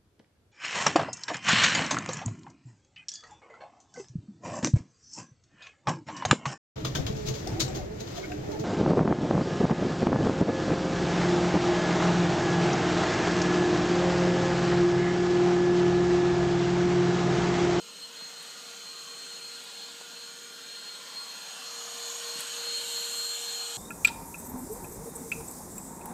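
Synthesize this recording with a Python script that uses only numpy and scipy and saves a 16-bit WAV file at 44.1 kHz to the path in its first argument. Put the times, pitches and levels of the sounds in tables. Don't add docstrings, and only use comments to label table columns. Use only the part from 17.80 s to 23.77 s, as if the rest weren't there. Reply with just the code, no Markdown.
import sys
import numpy as np
from scipy import signal
from scipy.fft import rfft, irfft
from scipy.io import wavfile
from scipy.ndimage import uniform_filter1d

SR = 44100
rng = np.random.default_rng(int(sys.argv[2]) if len(sys.argv) > 2 else 0)


def wrap_up_sound(samples):
    columns = np.atleast_2d(samples).T
    tamed = np.clip(columns, -1, 1)
    steps = np.round(tamed * 32767).astype(np.int16)
    wavfile.write(sys.argv[1], SR, steps)


N = 263277
T = np.arange(N) / SR
FRAME, HOP = 2048, 512
FRAME_S = np.arange(N // HOP + 5) * HOP / SR
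BIN_HZ = np.fft.rfftfreq(FRAME, 1 / SR)

# time_s, closeness (0-1), facing (0-1), floor_echo_lag_ms, floor_echo_strength (0-1)
POSE = [(0, 0, 0, 0.9, 0.06), (.6, 0.11, 0.03, 0.71, .07), (1.2, 0.21, .14, 0.73, 0.07),
        (2, 0.07, 0.11, 0.81, 0), (2.7, 0.18, 0.05, 0.59, 0.4), (3.25, 0, 0, 0.75, 0),
        (3.6, 0.24, 0.17, 1.16, 0.3), (3.9, 0.53, 0, 1.6, 0.03), (4.3, 1, 0.38, 1.7, 0.3),
        (4.8, 0.7, 0.48, 1.83, 0.05), (5.2, 0.97, 0.97, 2.05, 0), (5.97, 0.91, 0.84, 1.6, 0.02)]
# time_s, level_db
RUSH_LEVEL = [(0, -51.5), (.3, -49), (1.2, -47), (2.2, -47.5), (2.7, -49), (3.3, -46.5), (4.5, -42),
              (5.3, -39.5), (5.97, -42)]


def amp(db):
    return 10 ** (np.asarray(db) / 20)


def evened(x):
    return x / np.sqrt(np.mean(x ** 2) + 1e-20)


def follow(rows, t):
    s, *columns = np.transpose(rows)
    return [np.interp(t, s, c) for c in columns]


def read(points, hz):
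    f, db = np.transpose(points)
    return np.interp(np.log(hz + 1), np.log(f + 1), db)


def add(mix, s, sound):
    part = mix[round(s * SR):][:len(sound)]
    part += sound[:len(part)]


def wander(rate_hz):
    hz = np.fft.rfftfreq(N, 1 / SR)
    spectrum = rfft(rng.standard_normal(N)) / (1 + (hz / rate_hz) ** 2)
    return evened(irfft(spectrum, N))


def sway(rate_hz):
    u = np.fft.rfftfreq(N, 1 / SR) / rate_hz
    spectrum = rfft(rng.standard_normal(N)) * u ** 2 / (1 + u ** 4)
    return evened(irfft(spectrum, N))


def noise(gain):
    a, b = rng.standard_normal((2, len(FRAME_S), len(BIN_HZ)))
    spectrum = ((a + 1j * b) * gain).T
    return evened(signal.istft(spectrum, nperseg=FRAME, noverlap=FRAME - HOP)[1][:N])


def patches(size):
    z = rng.standard_normal((len(FRAME_S), len(BIN_HZ)))
    along_time = uniform_filter1d(z, size[0], axis=0)
    return evened(uniform_filter1d(along_time, size[1], axis=1))


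def grain(eddy_db, ripple_db):
    eddies = eddy_db * patches(size=(6, 16))
    ripples = ripple_db * patches(size=(45, 2))
    return amp(eddies + ripples)


def bell(hz, width):
    return 1 / (1 + (2 * (BIN_HZ - hz) / width) ** 2)


def posed(far_db, close_db, facing_db):
    close, facing = follow(POSE, T)[:2]
    return far_db + close_db * close + facing_db * facing


def room():
    # frequency_hz, relative_db
    drone = [(25, -48), (60, -42), (85, -30), (120, -14.5), (155, -1.5), (195, 3), (225, -1), (270, 3),
             (320, -15.5), (390, -1), (600, -4), (2000, -50)]
    level_db = -63
    hz = np.fft.rfftfreq(N, 1 / SR)
    spectrum = rfft(rng.standard_normal(N)) * amp(read(drone, hz))
    return amp(level_db) * evened(irfft(spectrum, N))


def bumps():
    # start_s, peak_db, pitch_hz
    knocks = [(.411, -41, 965), (0.42, -48, 220), (2.212, -39, 690), (4.556, -45.5, 219), (4.585, -48, 206)]
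    out, t = np.zeros(N), np.arange(SR // 4) / SR
    for s, peak_db, hz in knocks:
        push = 0.012 * rng.standard_normal(len(t)) * amp(-60 * t / 0.15)
        push[0] = 1
        band = signal.butter(3, [hz / 1.45, hz * 1.45], "band", fs=SR, output="sos")
        knock = signal.sosfilt(band, push)
        add(out, s, amp(peak_db) * knock / abs(knock).max())
    return out


def crumbs():
    # start_s, strike_level_db
    strikes = [(.627, -35.5), (.639, -41), (.661, -42), (1.840, -38.5), (4.588, -34), (4.596, -29),
               (4.6056, -21), (4.610, -27.5), (4.620, -35), (5.1204, -33)]
    # frequency_hz, level_db, t60_s
    plastic = [(1420, -8, .015), (3030, -5, 0.025), (7600, 4, 0.023), (8670, 5.5, 0.0098),
               (9260, -15, 0.0095), (10800, 10, 0.0047), (11000, -7, 0.0034), (12300, -8, .007),
               (14200, -23, .006)]
    out, t = np.zeros(N), np.arange(SR // 8) / SR
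    soften = signal.butter(1, 8000, "low", fs=SR, output="sos")
    for s, strike_db in strikes:
        ring = np.zeros(len(t))
        for hz, db, t60 in plastic:
            cycles = hz * rng.uniform(1.0, 1.04) * t + rng.random()
            ring += amp(db - 60 * t / t60) * np.sin(2 * np.pi * cycles)
        crack = signal.sosfilt(soften, rng.standard_normal(len(t)) * amp(-60 * t / .016))
        blow = .85 * ring / abs(ring).max() + .6 * crack / abs(crack).max()
        struck = rng.random(len(t)) < 1500 / SR
        hits = .1 * rng.standard_normal(len(t)) * struck * amp(-60 * t / .13)
        hits[0] = 1
        add(out, s, amp(strike_db) * signal.fftconvolve(hits, blow)[:len(t)])
    return signal.sosfilt(signal.butter(3, 550, "high", fs=SR, output="sos"), out)


def jets():
    # frequency_hz, width_hz, level_db
    slots = [(6626, 530, -2.5), (7300, 670, -11)]
    shift_hz = 190 * follow(POSE, FRAME_S[:, None])[1]
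    power = sum((amp(db) * bell(hz + shift_hz, width)) ** 2 for hz, width, db in slots)
    swirl = wander(rate_hz=60)
    flutter_db = 1.4 * (swirl - uniform_filter1d(swirl, size=4000))
    sway_db = 1.25 * sway(rate_hz=2.5)
    level_db = posed(far_db=-56, close_db=15, facing_db=-5.5) + flutter_db + sway_db
    return amp(level_db) * noise(np.sqrt(power) * grain(eddy_db=1.0, ripple_db=4.0))


def airflow():
    # frequency_hz, relative_db
    far_colour = [(100, -49), (300, -9.5), (540, -5), (720, -8.5), (880, -5), (1150, -7), (1750, -3.5),
                  (2150, -5.5), (2800, -2.5), (4200, 1.5), (5100, -5.5), (8400, -5), (9400, -15),
                  (15000, -18.5)]
    # frequency_hz, change_db
    close_colour = [(200, -3), (400, -15.5), (700, 7.5), (1400, 1.5), (2000, 0), (4000, -0.5), (5700, 6),
                    (8000, -1.5), (9600, 2.5), (12500, 6), (15000, -6)]
    # frequency_hz, change_db
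    facing_colour = [(300, 9.5), (1280, -3.5), (1530, 5), (1900, -0.5), (3000, 6.5), (4000, 8), (5200, -2),
                     (6200, -1), (7000, 14.5), (8300, 10), (9500, 2), (10700, 8.5), (12800, 10),
                     (14000, 4.5)]
    # frequency_hz, width_hz, rise_db
    duct = [(1215, 81, 5), (1410, 390, 3), (1580, 150, 1), (2930, 410, 3), (3680, 100, -0.5),
            (4000, 130, 1)]
    # time_s, floor_nearness (0-1)
    mouth = [(0, 0.8), (.85, 0.1), (1.1, 1), (1.7, 0.6), (2, 0.6), (2.7, 0.24), (3.65, 0.82), (5, 0.63)]
    # multiple_of_lowest_resonance, width_hz, rise_db at full nearness
    pipe = [(1.02, 120, 6.5), (3, 228, 6)]
    close, facing, lag_ms, echo = follow(POSE, FRAME_S[:, None])
    touch = follow(mouth, FRAME_S[:, None])[0]
    pipe_hz = 1072 - 65 * touch
    db = read(far_colour, BIN_HZ) + close * read(close_colour, BIN_HZ) + facing * read(facing_colour, BIN_HZ)
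    db += sum(rise * bell(hz, width) for hz, width, rise in duct)
    db += touch * sum(rise * bell(k * pipe_hz, width) for k, width, rise in pipe)
    mirrored = np.exp(-2j * np.pi * BIN_HZ * lag_ms / 1000)
    blur_hz = 2600
    gain = amp(db) * abs(1 + echo * mirrored / (1 + (BIN_HZ / blur_hz) ** 4))
    body = (BIN_HZ > 550) & (BIN_HZ < 4000)
    rush = amp(follow(RUSH_LEVEL, FRAME_S[:, None])[0])
    gain *= rush / np.linalg.norm(gain[:, body], axis=1, keepdims=True)
    level = np.sqrt(np.mean(np.sum(gain ** 2, axis=1)))
    return amp(-1.1) * level * noise(gain * grain(eddy_db=1.0, ripple_db=3.0))


def tone(phase, db, rough, rate_hz, order=1):
    shake = rough * (wander(rate_hz) + 1j * wander(rate_hz))
    turning = np.exp(1j * (order * phase + 2 * np.pi * rng.random()))
    return np.sqrt(2) * amp(db) * ((1 + shake) * turning).real


def motor():
    # time_s, turns_per_s
    speed_curve = [(0, 468), (.4, 467.6), (.75, 468.7), (1.6, 469.6), (2.9, 469.6), (3.4, 470.3),
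                   (4.9, 470.7), (5.4, 469.9), (5.97, 469.4)]
    # time_s, level_db
    hum = [(0, -61), (1.2, -61), (2.5, -60.5), (3.7, -66), (3.92, -55.5), (4.5, -49.5), (4.65, -55),
           (4.85, -48), (5.5, -52.5), (5.97, -52.5)]
    # time_s, level_db
    whine = [(0.0, -52), (0.05, -57.5), (0.25, -45), (0.32, -63), (0.38, -47.5), (0.96, -55.5), (1.0, -50),
             (1.78, -47), (1.84, -59), (2.03, -46.5), (2.21, -64.5), (2.39, -47.5), (2.61, -57),
             (3.13, -44.5), (3.26, -62), (3.36, -43.5), (3.82, -56.5), (3.87, -41.5), (3.94, -55),
             (3.99, -44), (4.06, -53.5), (4.26, -45), (4.36, -60.5), (4.51, -40.5), (4.65, -54.5),
             (4.96, -36), (5.07, -49), (5.14, -41), (5.55, -39.5), (5.6, -49), (5.7, -38), (5.97, -47)]
    orders = [(2, -31), (7, -18.5), (10, -24), (14, -24)]
    blades = 9
    speed = follow(speed_curve, T)[0] + 0.088 * wander(rate_hz=15)
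    shaft = 2 * np.pi * np.cumsum(speed) / SR
    blade = blades * shaft
    rush_db = follow(RUSH_LEVEL, T)[0]
    hum_db = follow(hum, T)[0] + 0.72 * sway(rate_hz=3)
    whine_db = follow(whine, T)[0] + 1.29 * sway(rate_hz=7) + 2.0
    octave_db = posed(far_db=-65, close_db=9.5, facing_db=6.5)
    out = tone(shaft, hum_db, rough=0.11, rate_hz=12)
    out += tone(blade, whine_db, rough=0.18, rate_hz=16)
    out += tone(blade, octave_db, rough=0.56, rate_hz=9.1, order=2)
    out += tone(shaft, -63, rough=0.36, rate_hz=7.5, order=3)
    out += tone(blade, -76, rough=.6, rate_hz=3.1, order=3)
    for k, db in orders:
        out += tone(shaft, rush_db + db, rough=0.52, rate_hz=7, order=round(k))
    return out


def scene():
    mono = room() + bumps() + crumbs() + jets() + airflow() + motor()
    return np.array([mono, mono])


def record(dry):
    edge_hz = 15350
    low_pass = signal.firwin(511, edge_hz, window=("kaiser", 9), fs=SR)
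    return signal.oaconvolve(dry, low_pass[None], "same")


dry = scene()
out = record(dry)
wrap_up_sound(out)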